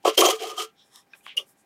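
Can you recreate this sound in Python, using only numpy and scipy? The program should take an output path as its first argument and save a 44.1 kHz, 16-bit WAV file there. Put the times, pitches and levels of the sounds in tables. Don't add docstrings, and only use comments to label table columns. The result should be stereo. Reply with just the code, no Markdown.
import sys
import numpy as np
from scipy import signal
from scipy.fft import rfft, irfft
from scipy.io import wavfile
from scipy.ndimage import uniform_filter1d

SR = 44100
rng = np.random.default_rng(int(sys.argv[2]) if len(sys.argv) > 2 else 0)


def digitize_waveform(pressure):
    field = np.atleast_2d(pressure).T
    bounded = np.clip(field, -1, 1)
    quanta = np.round(bounded * 32767).astype(np.int16)
    wavfile.write(sys.argv[1], SR, quanta)


N = 72765
T = np.arange(N) / SR
LIGHT_FROM_S = 0.3

# (time [s], push on the body below 600 Hz [dB], 600-900 Hz [dB],
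# above 900 Hz [dB], grit in the middle [dB], grit in the treble [dB])
CONTACT = [(0.02, -61, -73.5, -74, -77.5, -87), (0.034, -39.5, -37, -55, -70.5, -66),
           (0.044, -24, -20.5, -39, -67.5, -68.5), (0.05, -25.5, -13, -14, -39.5, -38.5),
           (0.056, -18.5, -19.5, -23, -29.5, -35.5), (0.084, -20, -28, -25.5, -29.5, -32.5),
           (0.124, -40.5, -52.5, -46.5, -44.5, -55.5), (0.154, -55.5, -54, -42, -48.5, -49.5),
           (0.168, -24, -33, -35, -56, -57.5), (0.178, -17.5, -31.5, -30, -29, -21.5),
           (0.188, -18.5, -30.5, -33, -20.5, -27), (0.2, -18.5, -25, -33, -31.5, -23.5),
           (0.214, -17, -26.5, -16, -20.5, -27), (0.23, -13.5, -25.5, -22.5, -27, -29.5),
           (0.258, -20.5, -22.5, -19, -29, -27), (0.27, -27.5, -26.5, -32, -27.5, -28.5),
           (0.29, -18, -25.5, -23, -25.5, -27), (0.316, -29.5, -33.5, -29, -37, -31),
           (0.33, -27, -43.5, -35.5, -30.5, -39), (0.378, -61, -52, -49.5, -58, -53.5),
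           (0.394, -40, -48, -51, -41, -53), (0.418, -33, -32.5, -44, -40.5, -44),
           (0.506, -34.5, -43.5, -38.5, -42.5, -44), (0.536, -43, -51.5, -44.5, -52, -54.5),
           (0.564, -57.5, -56, -43.5, -53.5, -54), (0.582, -35.5, -35.5, -29.5, -49, -37.5),
           (0.602, -34, -40.5, -30.5, -33, -37.5), (0.634, -35, -54, -39, -44, -37),
           (0.72, -105, -86, -87, -74, -97)]


def undb(db):
    return 10 ** (np.asarray(db) / 20)


def unit(x):
    return x / np.sqrt(np.mean(x ** 2))


def curve(table, axis):
    table = np.array(table)
    return undb(np.interp(T, table[:, 0], table[:, axis], left=-120, right=-120))


def band(x, lo_hz, hi_hz):
    return signal.sosfilt(signal.butter(2, [lo_hz, hi_hz], "band", fs=SR, output="sos"), x)


def above(x, hz):
    return signal.sosfiltfilt(signal.butter(2, hz, "high", fs=SR, output="sos"), x)


def colour(x, points):
    p = np.array(points)
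    hz = np.arange(N // 2 + 1) * SR / N + 1
    gain_db = np.interp(np.log(hz), np.log(p[:, 0]), p[:, 1])
    return irfft(rfft(x) * undb(gain_db), N)


def ring(x, modes):
    out = 0
    for k, (hz, width_hz, db) in enumerate(modes):
        b, a = signal.iirpeak(hz, hz / max(width_hz, 5), SR)
        out = out + (-1) ** k * undb(db) * signal.lfilter(b, a, x)
    return out


def grains(rough_db):
    lift = uniform_filter1d(rng.exponential(size=N), size=4)
    return unit(rng.standard_normal(N) * undb(rough_db * lift))


def spikes(events):
    x = np.zeros(N)
    for s, db in events:
        x[int(s * SR)] += undb(db)
    return x


def swell(s, rise_s, t60_s):
    return np.exp(np.minimum((T - s) / rise_s, -np.log(1000) * (T - s) / t60_s))


def bump(s, half_s):
    return np.exp(-((T - s) / half_s) ** 2)


def air():
    # (frequency [Hz], relative level per hertz [dB])
    hiss_colour = [(30, -21), (100, -6), (200, 3), (500, -3.5), (800, -4.5), (1100, -9.5), (2000, -10),
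                   (4000, -18), (6500, -22), (9000, -21.5), (16000, -24)]
    # (frequency [Hz], RMS level [dB])
    whine_tones = [(800, -75.5), (1600, -83), (2400, -86.5)]
    hiss = unit(colour(rng.standard_normal(N), hiss_colour)) * undb(-67)
    whine = sum(undb(db) * np.sqrt(2) * np.sin(2 * np.pi * hz * T) for hz, db in whine_tones)
    return hiss + whine


def fingers():
    # (frequency [Hz], width [Hz])
    shell_resonances = [(1100, 270), (1850, 223), (3550, 740), (5400, 490)]
    # (middle [s], half length [s], level in each of four shell resonances [dB] x 4,
    # hiss level [dB], hiss centre [Hz])
    strokes = [(0.809, 0.034, -83.5, -85, -60, -67.5, -72, 6420),
               (0.869, 0.033, -85, -86, -83, -75, -70, 9000),
               (0.967, 0.043, -62.5, -65.5, -58.5, -59, -57.5, 8800),
               (1.131, 0.032, -85, -72, -74, -69.5, -88, 9000),
               (1.181, 0.029, -79, -83, -83, -84, -61.5, 10500),
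               (1.26, 0.032, -81, -82, -85, -87, -61.5, 9700),
               (1.498, 0.031, -78.5, -82, -81.5, -75.5, -60.5, 10600),
               (1.6, .03, -84.5, -91, -85, -88, -67, 8800)]
    rustles = [unit(band(grains(2.2), hz - w / 2, hz + w / 2)) for hz, w in shell_resonances]
    out = 0
    for s, half_s, *rustle_db, hiss_db, hiss_hz in strokes:
        hiss = unit(band(grains(2.2), hiss_hz * 0.69, hiss_hz * 1.26))
        rustle = sum(undb(db) * x for db, x in zip(rustle_db, rustles))
        out = out + bump(s, half_s) * (rustle + undb(hiss_db) * hiss)
    return out


def flakes():
    # (time [s], ring t60 [s], then three rings as frequency [Hz] and level [dB],
    # crack peak level [dB], crack top [Hz], relative crumble level [dB])
    ticks = [(.959, 0.017, 3710, -43, 5400, -53, 8900, -45, -35, 12000, -71),
             (1.134, 0.04, 2488, -37, 1600, -41, 3710, -48.5, -48, 4970, -55.5),
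             (1.208, .03, 2430, -56.5, 1600, -66, 3700, -70, -66, 4000, -85),
             (1.265, 0.015, 1113, -31.5, 2300, -30, 3450, -49, -32, 3500, -49.5)]
    out = 0
    for s, t60, *modes, crack_db, top_hz, crumble_db in ticks:
        rings = 0
        for hz, db in zip(modes[::2], modes[1::2]):
            ring_t60 = t60 * min(1, (modes[0] / hz) ** 2)
            fade = swell(s + t60 / 20, t60 / 40, ring_t60)
            rings = rings + undb(db) * np.sin(2 * np.pi * hz * (T - s)) * fade
        crack = band(spikes([(s, 0), (s + 0.00063, -7)]), top_hz / 4, top_hz)
        crack = band(crack, top_hz / 8, top_hz * 1.64)
        crumble = unit(band(grains(2.78), 600, 3000)) * swell(s + 0.018, 0.015, 0.094)
        out = out + rings + undb(crack_db) * crack / crack.max() + undb(crumble_db) * crumble
    return out


def snap():
    # (frequency [Hz], width [Hz], relative level [dB])
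    piece_rings = [(2848, 44, -6.5), (3030, 34, -3), (3285, 48, -7.5), (3560, 23, -14), (4430, 29, -28)]
    # (frequency [Hz], relative level per hertz [dB])
    hiss_colour = [(1200, -41.5), (2000, -2.5), (2500, 5), (4000, -7), (5900, 2.5), (7300, -9),
                   (9500, -2.5), (16000, -16)]
    # (frequency [Hz], width [Hz], relative level [dB])
    late_modes = [(395, 34, -2), (556, 45, -2.5), (1170, 81, -8)]
    snap_s, rise_s, t60_s = 1.381, 0.007, 0.022
    crumbs_s, crumbs_half_s, low_crumbs_hz = 1.3, 0.033, 2580

    shape = np.where(T < snap_s, bump(snap_s, rise_s), swell(snap_s, rise_s, t60_s))
    noisy = unit(ring(grains(1.9), piece_rings))
    tone = shape * (np.sin(2 * np.pi * piece_rings[0][0] * T) + 0.29 * noisy)
    after_ring = undb(-16.5) * swell(snap_s + 0.012, 0.0043, 0.08) * noisy

    crumbs = unit(band(grains(1.36), 2700, 3350)) * bump(crumbs_s - 0.008, crumbs_half_s)
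    low_crumbs = unit(band(grains(2.6), low_crumbs_hz * 0.83, low_crumbs_hz * 1.22))
    crumbs = crumbs + 0.84 * low_crumbs * bump(crumbs_s + 0.0098, crumbs_half_s)

    hiss = unit(colour(grains(2.0), hiss_colour)) * swell(1.369, 0.00096, t60_s=0.13)
    late = unit(band(ring(grains(2.4), late_modes), 290, 1200)) * swell(1.395, 0.015, t60_s=0.14)
    piece = undb(-13.5) * (tone + undb(-31.5) * crumbs + after_ring)
    return piece + undb(-33.5) * hiss + undb(-42) * late


def body(drive, axis):
    # (frequency [Hz], width [Hz], relative level when knocked or firmly pushed [dB],
    # relative level when lightly scraped [dB])
    low_modes = [(295, 40, -16, -14), (366.8, 67, 1.5, -7), (440.6, 19, 3, 2), (552.5, 48, -4.5, -12),
                 (666.5, 86, -3, -10), (743, 28, -2, 0.5), (1062, 91, -6.5, -12.5), (1151, 45, -4, -10.5),
                 (1222, 22, -7.5, 1.5), (1280, 24, -8, -6.5), (1350, 13, -14, -9)]
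    range_borders = [600, 900]
    out = 0
    for k, mode in enumerate(low_modes):
        hz, width_hz = mode[:2]
        part = drive[np.searchsorted(range_borders, hz)]
        out = out + (-1) ** k * ring(part, [(hz, width_hz, mode[axis])])
    return out


def knocks():
    # (time [s], relative level [dB], pitch of the tap [Hz], thud level relative to the knock [dB])
    blow_list = [(.04, -36.5, 789, -20), (0.0519, -7, 729.6, -9), (0.0577, -13.5, 530.8, 0.5),
                 (.074, -7.5, 600, -0.5), (.083, -14, 1050, 1), (0.1777, -10, 516.7, 4),
                 (.183, -11.5, 420, -3), (.194, -8.5, 413.5, 5.5), (.212, -11.5, 939, -12),
                 (.217, -12.5, 400, -5), (.2365, -7, 620, -9), (.271, -9.5, 700, -12.5),
                 (0.2876, -9, 572.2, -36)]
    pulse = np.hanning(int(0.0008 * SR))
    blows = np.convolve(spikes([row[:2] for row in blow_list]), pulse)[:N]
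    rung = body([blows] * 3, axis=2)
    rung = rung * blows.max() / abs(rung).max()
    tap = 0
    for s, db, hz, _ in blow_list:
        wave = np.cos(2 * np.pi * hz * (T - s - 0.001))
        tap = tap + undb(db) * wave * bump(s + 0.0011, 1.1 / hz)
    thud_spikes = spikes([(s, db + thud_db) for s, db, _, thud_db in blow_list])
    thud = band(np.convolve(thud_spikes, pulse)[:N], 25, 150)
    return undb(-4.5) * rung + undb(-2) * tap, undb(-23) * thud


def push():
    landings = [.0505, .1765]
    hush_s, hush_db = 0.03, -26.5
    noise = grains(7.2)
    light = T > LIGHT_FROM_S
    hushed = sum((T > s - hush_s) & (T < s) for s in landings)
    pressure = noise * undb(hush_db * hushed)
    out = 0
    for axis, when in ((2, ~light), (3, light)):
        drive = []
        for part in range(3):
            solo = np.std(body(np.eye(3)[part][:, None] * noise, axis))
            drive.append(pressure * when * curve(CONTACT, axis=part + 1) / solo)
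        out = out + body(drive, axis)
    return out * undb(-2)


def grit():
    # (frequency [Hz], relative level per hertz [dB])
    grit_colour = [(760, -42), (1300, -13), (1670, -16), (2550, -11.5), (3170, -4), (3490, -13.5),
                   (6150, -12), (10700, -19.5), (11400, -25), (13800, -19), (16000, -37.5)]
    # (frequency [Hz], width [Hz], relative level [dB])
    rim_resonances = [(2276, 110, -6.5), (2910, 31, -13.5), (3180, 92, 0.5), (3400, 88, -10),
                      (6080, 150, -14), (7000, 170, -10.5)]
    rough_db, lumps_db, light_top_db = 4, 2.16, -1

    span = int(0.0084 * SR)
    wander = uniform_filter1d(uniform_filter1d(rng.standard_normal(N), span), span)
    lumps = unit(undb(lumps_db * unit(wander)))

    coloured = colour(grains(rough_db), grit_colour)
    treble = above(coloured, 3800)
    middle = above(coloured, 1400) - treble
    treble = treble + above(coloured, 15000) * (undb(light_top_db * (T > LIGHT_FROM_S)) - 1)
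    rattle = unit(middle) * curve(CONTACT, axis=4) + unit(treble) * curve(CONTACT, axis=5)

    noise = grains(rough_db)
    rim = ring(noise * curve(CONTACT, axis=4), rim_resonances) / np.std(ring(noise, rim_resonances))
    return rattle * lumps + undb(-8.5) * rim


def clinks():
    # (time [s], relative level of each of five groups of modes [dB] x 5)
    strikes = [(.179, -12.5, -27.5, -26, -30, -28), (0.188, -20, -21, -31, -34.5, -24.5),
               (0.208, -22, -37.5, -22, -26, -42), (0.261, -18, -40.5, -17.5, -38, -34),
               (.58, -30, -59, -52, -70, -70)]
    rim_pitches = [3063, 3175, 3480, 3752, 4210, 5292, 5960, 6340, 6720, 10355, 10712, 12100, 13665, 14800]
    # (relative level [dB], t60 [s])
    rim_modes = [(-9.5, 0.05), (2.5, .09), (-18, 0.16), (-14.5, 0.064), (-7.5, 0.013), (-2, .15),
                 (-0.5, 0.052), (-5.5, 0.11), (-2.5, .06), (-7, 0.13), (0, 0.21), (-1.5, 0.086), (0, 0.22),
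                 (-7.5, .08)]
    group_borders = [4500, 5600, 8000, 11000]
    choke_t60_s = 0.036
    out = 0
    for s, *group_db in strikes:
        later = min([row[0] for row in strikes if row[0] > s + 0.015] + [T[-1]])
        choke = np.exp(-np.log(1000) * np.maximum(T - later, 0) / choke_t60_s)
        phases = rng.random(len(rim_modes))
        for hz, (db, t60), phase in zip(rim_pitches, rim_modes, phases):
            level = undb(db + group_db[np.searchsorted(group_borders, hz)])
            tone = np.sin(2 * np.pi * (hz * T + phase))
            out = out + level * tone * swell(s, 0.0012, t60) * choke
    return out


def plate():
    blows, thud = knocks()
    low_cut = signal.butter(4, 265, "high", fs=SR, output="sos")
    low = signal.sosfiltfilt(low_cut, blows + push())
    return low + thud + grit() + clinks()


def scene():
    mid = plate() + fingers() + flakes() + snap() + air()
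    fade = np.exp(-np.arange(1000) / (0.006 * SR))
    noise_filter = rng.standard_normal(1000) * fade
    side = np.convolve(mid, noise_filter / np.linalg.norm(noise_filter))[:N]
    treble_only = signal.butter(10, 6300, "high", fs=SR, output="sos")
    side = signal.sosfilt(treble_only, side) * undb(-10.5)
    return np.array([mid + side, mid - side])


def record(dry):
    return signal.sosfilt(signal.ellip(10, 0.2, 80, 15800, fs=SR, output="sos"), dry)


dry = scene()
out = record(dry)
digitize_waveform(out)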